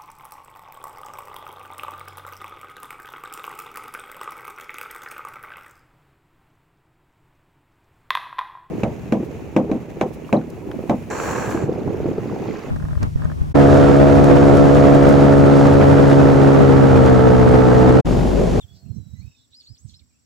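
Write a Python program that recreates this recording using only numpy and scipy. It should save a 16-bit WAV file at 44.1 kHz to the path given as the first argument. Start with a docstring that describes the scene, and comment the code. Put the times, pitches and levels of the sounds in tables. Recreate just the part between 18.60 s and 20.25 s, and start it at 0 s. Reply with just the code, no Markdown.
"""Songbird beside a hornets' nest

A small garden songbird warbles arched whistles, pure where the pitch holds and raspy where it sweeps.
Fainter birds call further off. Two crickets chirp with their wings, and a hornet hums in and lands.
Over a soft outdoor hiss, puffs of wind thump on the right microphone port (its opening)."""
import sys
import numpy as np
from scipy import signal
from scipy.fft import rfft, irfft, next_fast_len
from scipy.io import wavfile
from scipy.ndimage import uniform_filter1d, map_coordinates

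SR = 44100
rng = np.random.default_rng(int(sys.argv[2]) if len(sys.argv) > 2 else 0)


def materialize(psi):
    """Save the field psi as 16-bit PCM at rate SR to the path in sys.argv[1].

    A 1-D psi becomes a single channel; in a 2-D psi each row is a channel.
    """
    bounded = np.clip(np.atleast_2d(psi).T, -1, 1)
    quanta = np.round(bounded * 32767).astype(np.int16)
    wavfile.write(sys.argv[1], SR, quanta)


N = 72765
TIME = np.arange(N) / SR


def amp(db):
    """Turn decibels into a gain."""
    return 10 ** (np.asarray(db) / 20)


def unit(x):
    """Scale to an average (rms) level of 1."""
    return x / np.sqrt(np.mean(x ** 2) + 1e-20)


def level_at(spectrum, hz):
    """Read a level between the rows of a spectrum."""
    freqs, levels = np.transpose(spectrum)
    return np.interp(np.log(hz + 1), np.log(freqs + 1), levels)


def curves(rows):
    """Join timed rows into one curve for each column after the time."""
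    times, *columns = np.transpose(rows)
    return [np.interp(TIME, times, column) for column in columns]


def wobble(rate):
    """A smooth curve through `rate` random values a second."""
    return map_coordinates(rng.standard_normal(int(N * rate / SR) + 4), [TIME * rate])


def filtered(x, response):
    """Multiply each frequency in x by its response."""
    size = next_fast_len(N + SR // 2)
    return irfft(rfft(x, size) * response(np.fft.rfftfreq(size, 1 / SR)), size)[..., :N]


def noise(spectrum, channels=2):
    """Noise shaped by a spectrum."""
    return unit(filtered(rng.standard_normal((channels, N)), lambda hz: amp(level_at(spectrum, hz))))


def phase_of(hz):
    """The running angle of a wave whose pitch moves."""
    return 2 * np.pi * np.cumsum(hz) / SR


def placed(x, left_lead_s, right_db, echo_db):
    """Give a sound a direction, plus echoes from the eaves and the garden."""
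    eaves_s, garden_s, garden_db = .1, .3, -17  # each echo fades by 60 dB in its time
    t = np.arange(SR // 2) / SR
    fade = amp(-60 * t / eaves_s) + amp(garden_db - 60 * t / garden_s)
    tail = rng.standard_normal((2, len(t))) * fade
    echo = signal.fftconvolve(x[None], tail / np.linalg.norm(tail[0]), axes=1)[:, :N]
    direct = filtered(x, lambda hz: np.exp(1j * np.pi * hz * left_lead_s * np.array([[1], [-1]])))
    return (direct + amp(echo_db) * echo) * amp([[-right_db], [right_db]])


# Tone of the air and of the hiss (frequency [Hz], relative level [dB])
AIR_SPECTRUM = [(25, -36), (60, 0.5), (120, -1), (170, -11), (250, 0.5), (400, -17.5), (800, -22),
                (1600, -23), (3100, -27), (4200, -21.5), (5200, -19), (7000, -24.5), (8700, -33.5),
                (15500, -31.5)]
HISS_SPECTRUM = [(200, 0.5), (400, 5.5), (750, -0.5), (1200, -2), (2800, -6.5), (4600, -4.5), (6000, -1),
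                 (8700, -15), (12000, -8.5), (15000, -5)]
# How loud the hiss is (time [s], level [dB])
HISS_SWELLS = [(0, -64.5), (.2, -67), (.5, -69.5), (.68, -65.5), (.73, -75.5), (.9, -79), (1.1, -72.5),
               (1.36, -75.5), (1.48, -79), (1.65, -102)]
def air():
    """A steady outdoor background and a soft hiss that comes and goes."""
    hiss_db, = curves(HISS_SWELLS)
    return amp(-66.5) * noise(AIR_SPECTRUM) + amp(hiss_db + 0.54 * wobble(30)) * noise(HISS_SPECTRUM)


def puff(peak_s, db, hz):
    """One swirl of air gives the port a brief push and pull."""
    cycles = (TIME - peak_s) * hz
    swell = amp(db + 2) * np.exp(-(cycles / 0.84) ** 2)
    return swell * np.cos(2 * np.pi * cycles + rng.uniform(0, 2 * np.pi))


# Wind strength (time [s], relative level [dB])
WIND_GUSTS = [(0.0, -54.5), (0.054, -51), (0.072, -56.5), (0.16, -45.5), (0.21, -65.5), (0.234, -44),
              (0.32, -32), (0.34, -40), (0.386, -31), (0.432, -40.5), (0.444, -49), (0.546, -40),
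              (0.56, -46), (0.656, -40.5), (0.68, -44.5), (0.744, -79), (1.046, -80), (1.074, -72),
              (1.102, -49.5), (1.13, -43.5), (1.172, -74.5), (1.254, -43), (1.406, -61.5), (1.424, -55),
              (1.47, -65), (1.65, -76.5)]
# Tone of the rumble and of the small swirls (frequency [Hz], relative level [dB])
RUMBLE_SPECTRUM = [(25, -36), (40, -33), (62, -1), (95, 1), (130, -5.5), (210, -11), (300, -27),
                   (500, -49.5), (1200, -62), (3000, -120)]
SWIRL_SPECTRUM = [(100, -38), (200, -6.5), (300, 3), (450, -5), (800, -41), (2000, -48), (4000, -110)]
# The hardest puffs on each port (time [s], relative level [dB], pitch [Hz])
PUFFS_RIGHT = [(.049, -33.5, 94.4), (.12, -35, 106), (.267, -30.5, 189), (.313, -20.5, 106.4),
               (.368, -24.5, 190.7), (.392, -29.5, 109), (.47, -29.5, 125), (.539, -25.5, 100),
               (.6, -27.5, 88.7), (.648, -27, 92.2), (.678, -32, 109.6), (.92, -55, 82.7),
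               (1.108, -33, 109), (1.126, -36.5, 113), (1.256, -30.5, 108), (1.328, -38.5, 85),
               (1.422, -47, 90)]
PUFFS_LEFT = [(.675, -55, 100), (.705, -49.5, 90), (.8, -54, 103), (1.275, -69, 110)]
def wind(window=900):
    """Rumble follows the gusts, and stronger flow adds small swirls. The left port is sheltered."""
    gust_db, = curves(WIND_GUSTS)
    rumble = noise(RUMBLE_SPECTRUM, channels=1)[0]
    power = uniform_filter1d(uniform_filter1d(rumble ** 2, window), window)
    rumble /= np.sqrt(np.abs(power) + 0.12)  # even out the churning
    swirl_db = gust_db.max() - 17.5 + 1.91 * (gust_db - gust_db.max())
    swirls = amp(swirl_db) * noise(SWIRL_SPECTRUM, channels=1)[0]
    right = amp(gust_db + 4.5) * rumble + swirls + sum(puff(*row) for row in PUFFS_RIGHT)
    left = amp(-46) * right + sum(puff(*row) for row in PUFFS_LEFT)
    return np.array([left, right])


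# One row per cricket (chirp rate [1/s], first chirp [s], length [s], start pitch [Hz],
# pitch fall [Hz], level [dB], rasp [Hz])
CRICKET_SONGS = [(32.2, .002, 0.034, 8060, 1100, -73.5, 140), (19.27, .03, .036, 5700, 71, -80.5, 88)]
def crickets():
    """Each wing stroke is a raspy tone that falls as the wing slows."""
    song = np.zeros(N)
    for rate, first, length, hz, fall_hz, db, rasp_hz in CRICKET_SONGS:
        progress = np.clip((TIME - first) % (1 / rate) / length, 0, 1)
        stroke = np.minimum(progress / 0.17, 1) * (1 - progress) ** 0.68
        pitch = hz - fall_hz * progress + rasp_hz * wobble(1500)
        song += amp(db) * unit(stroke * np.sin(phase_of(pitch)))
    return placed(song, left_lead_s=0, right_db=1.5, echo_db=-5)


# The hornet's flight (time [s], wingbeat [Hz], level [dB])
FLIGHT = [(0, 103.5, -69), (.1, 97.45, -62.5), (.2, 95.33, -58.5), (.32, 94.35, -59.5), (.4, 91.25, -72),
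          (.45, 87.4, -69), (.62, 86, -71), (.72, 83.3, -97)]
# Tone of its wings (frequency [Hz], relative level [dB])
WING_SPECTRUM = [(95, -10), (190, 3), (285, -14.5), (380, -8), (475, -23.5), (570, -12), (665, -11.5),
                 (850, -41), (1400, -27.5), (3000, -61)]
def hornet():
    """Beating wings hum at multiples of their rate, sinking and fading as the hornet lands."""
    hz, db = curves(FLIGHT)
    phase = phase_of(hz * (1 + 0.02014 * wobble(70.6)))
    hum = np.zeros(N)
    for k in range(1, 20):
        harmonic_db = level_at(WING_SPECTRUM, k * hz.mean()) + 1.56 * wobble(17.8)
        hum += amp(harmonic_db) * np.sin(k * phase + rng.uniform(0, 2 * np.pi))
    return amp(db) * unit(hum) * amp([[0], [-2.5]])


# A whistle's overtone at twice its pitch (relative level [dB])
WHISTLE_OVERTONES = [-24.5]
def whistle(rows, overtones=WHISTLE_OVERTONES, window=200):
    """One gliding bird note: pure where the pitch holds, raspy where it sweeps."""
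    flutter_hz, flutter_db, rasp_hz, fast_glide_hz_per_s = 29, 1.5, 520, 70000
    hz, db = curves(rows)
    hz = uniform_filter1d(hz, window)
    sounding = uniform_filter1d(1. * (TIME > rows[0][0]) * (TIME < rows[-1][0]), window)
    glide = np.abs(np.gradient(hz)) * SR / fast_glide_hz_per_s
    rasp_share = 0.013 + 0.5 * np.tanh(glide) ** 2
    pure_phase = phase_of(hz + flutter_hz * wobble(500))
    raspy_phase = pure_phase + phase_of(rasp_hz * wobble(2500))
    pure, raspy = (sum(amp(level) * np.sin(k * phase) for k, level in enumerate([0, *overtones], 1))
                   for phase in (pure_phase, raspy_phase))
    voice = np.sqrt(1 - rasp_share) * pure + np.sqrt(rasp_share) * raspy
    return np.sqrt(2) * sounding * amp(db + flutter_db * wobble(200)) * voice


# Distant whistles, one list per note (time [s], pitch [Hz], relative level [dB])
FAR_NOTES = [
    [(.08, 3350, -72), (.105, 3380, -67.5), (.13, 3420, -73.5), (.16, 3450, -80)],
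    [(.1, 4450, -74), (.17, 4380, -70), (.25, 4250, -75), (.33, 4200, -73)],
    [(.34, 4100, -76), (.39, 4010, -76), (.53, 3860, -75.5), (.575, 4000, -72.5), (.618, 4380, -67.5),
     (.64, 4450, -64)],
    [(.55, 2050, -74), (.566, 2000, -63), (.605, 2100, -74.5), (.635, 2450, -67), (.655, 2550, -91)],
    [(.37, 6000, -83), (.45, 5870, -86), (.56, 5800, -75)],
    [(.6, 3900, -78), (.71, 3750, -81), (.77, 3660, -70), (.81, 3520, -72.5), (.83, 3450, -80)],
    [(.81, 3950, -76), (.84, 3750, -70), (.865, 3250, -82)],
]
# Hoarse chips (middle [s], length [s], pitch [Hz], rasp [Hz], relative level [dB])
FAR_CHIPS = [(0.167, 0.059, 4900, 636, -63), (0.363, 0.042, 5800, 300, -68), (0.594, 0.052, 6300, 410, -71),
             (.73, 0.2, 5350, 351, -72), (0.803, 0.095, 4000, 396, -73), (0.928, 0.04, 3800, 535, -69.5),
             (1.042, 0.051, 6700, 285, -74), (1.302, 0.072, 5870, 1301, -64.5)]
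def far_birds():
    """Faint whistles, and brief chips whose pitch scatters into a rasp."""
    song = sum(whistle(note) for note in FAR_NOTES)
    for middle, length, hz, rasp_hz, db in FAR_CHIPS:
        swell = amp(db) * np.sqrt(2) * np.exp(-(2 * (TIME - middle) / length) ** 2)
        song += swell * np.sin(phase_of(hz + rasp_hz * wobble(2500)))
    return amp(2.5) * placed(song, left_lead_s=-.00028, right_db=1.5, echo_db=-3)


# Notes of a low trill (start [s], length [s], middle pitch [Hz], level [dB])
TRILL_NOTES = [(0.25, 0.028, 2580, -70), (0.65, 0.03, 2455, -66), (0.667, 0.029, 2580, -65),
               (0.705, .026, 2580, -64.5), (0.737, 0.027, 2500, -67), (1.496, 0.052, 2280, -78),
               (1.528, 0.063, 2577, -75.5)]
def low_trill(slur_hz=250, fade_db=12):
    """Short bird notes, each dipping in pitch as it swells."""
    song = np.zeros(N)
    for start, length, hz, db in TRILL_NOTES:
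        edge = (hz + slur_hz, db - fade_db)
        song += whistle([(start, *edge), (start + length / 2, hz, db), (start + length, *edge)])
    return placed(song, left_lead_s=.00004, right_db=2, echo_db=-2.5)


# The opening chirp (time [s], pitch [Hz], level [dB])
CHIRP_NOTE = [(0, 3800, -58.5), (.016, 3623, -49), (.03, 3456, -51.5), (.042, 3230, -56), (.055, 3080, -72)]
# Its overtones at two and three times the pitch (relative level [dB])
CHIRP_OVERTONES = [-14, -24.5]
def bright_chirp():
    """One falling chirp from the right, brightened by stronger overtones."""
    return placed(whistle(CHIRP_NOTE, CHIRP_OVERTONES), left_lead_s=-.000376, right_db=0.5, echo_db=-9)


# The near song, one list per note (time [s], pitch [Hz], relative level [dB])
WARBLE_NOTES = [
    [(.922, 3900, -64), (.934, 3803, -55.5), (.948, 4340, -49), (.958, 4720, -51), (.972, 4985, -52),
     (.98, 5130, -53.5), (.994, 5050, -50.5), (1.008, 4440, -48.5), (1.02, 3750, -60.5), (1.04, 2500, -79)],
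    [(1.026, 4900, -100), (1.04, 4400, -53.5), (1.052, 4584, -56), (1.064, 4640, -67)],
    [(1.06, 3700, -55.5), (1.078, 4420, -54), (1.1, 4860, -51.5), (1.112, 5100, -66), (1.126, 5220, -60),
     (1.138, 5120, -61.5), (1.152, 4600, -52.5), (1.166, 2700, -75)],
    [(1.168, 3210, -61), (1.182, 5825, -58.5), (1.2, 6930, -59), (1.22, 7880, -63.5), (1.255, 8200, -67.5),
     (1.28, 7630, -65), (1.296, 4320, -53), (1.31, 3250, -65.5), (1.33, 3100, -69), (1.343, 3917, -50.5),
     (1.356, 4950, -56), (1.368, 5350, -57), (1.386, 5384, -64), (1.396, 4140, -51.5), (1.406, 2530, -80),
     (1.425, 2120, -69)],
]
def songbird():
    """The near bird strings arched whistles into a quick warble."""
    song = sum(whistle(note) for note in WARBLE_NOTES)
    return amp(-1.23) * placed(song, left_lead_s=.00036, right_db=1.5, echo_db=-4.5)


def scene():
    """Everything that reaches the left and right ports."""
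    return air() + wind() + crickets() + hornet() + far_birds() + low_trill() + bright_chirp() + songbird()


def record(dry):
    """The recorder thins the deepest bass and cuts off the highest treble."""
    low_cut_hz, top_hz = 38.3, 15800
    return filtered(dry, lambda hz: (hz < top_hz) * hz ** 3 / np.sqrt(hz ** 6 + low_cut_hz ** 6))


dry = scene()
out = record(dry)
materialize(out)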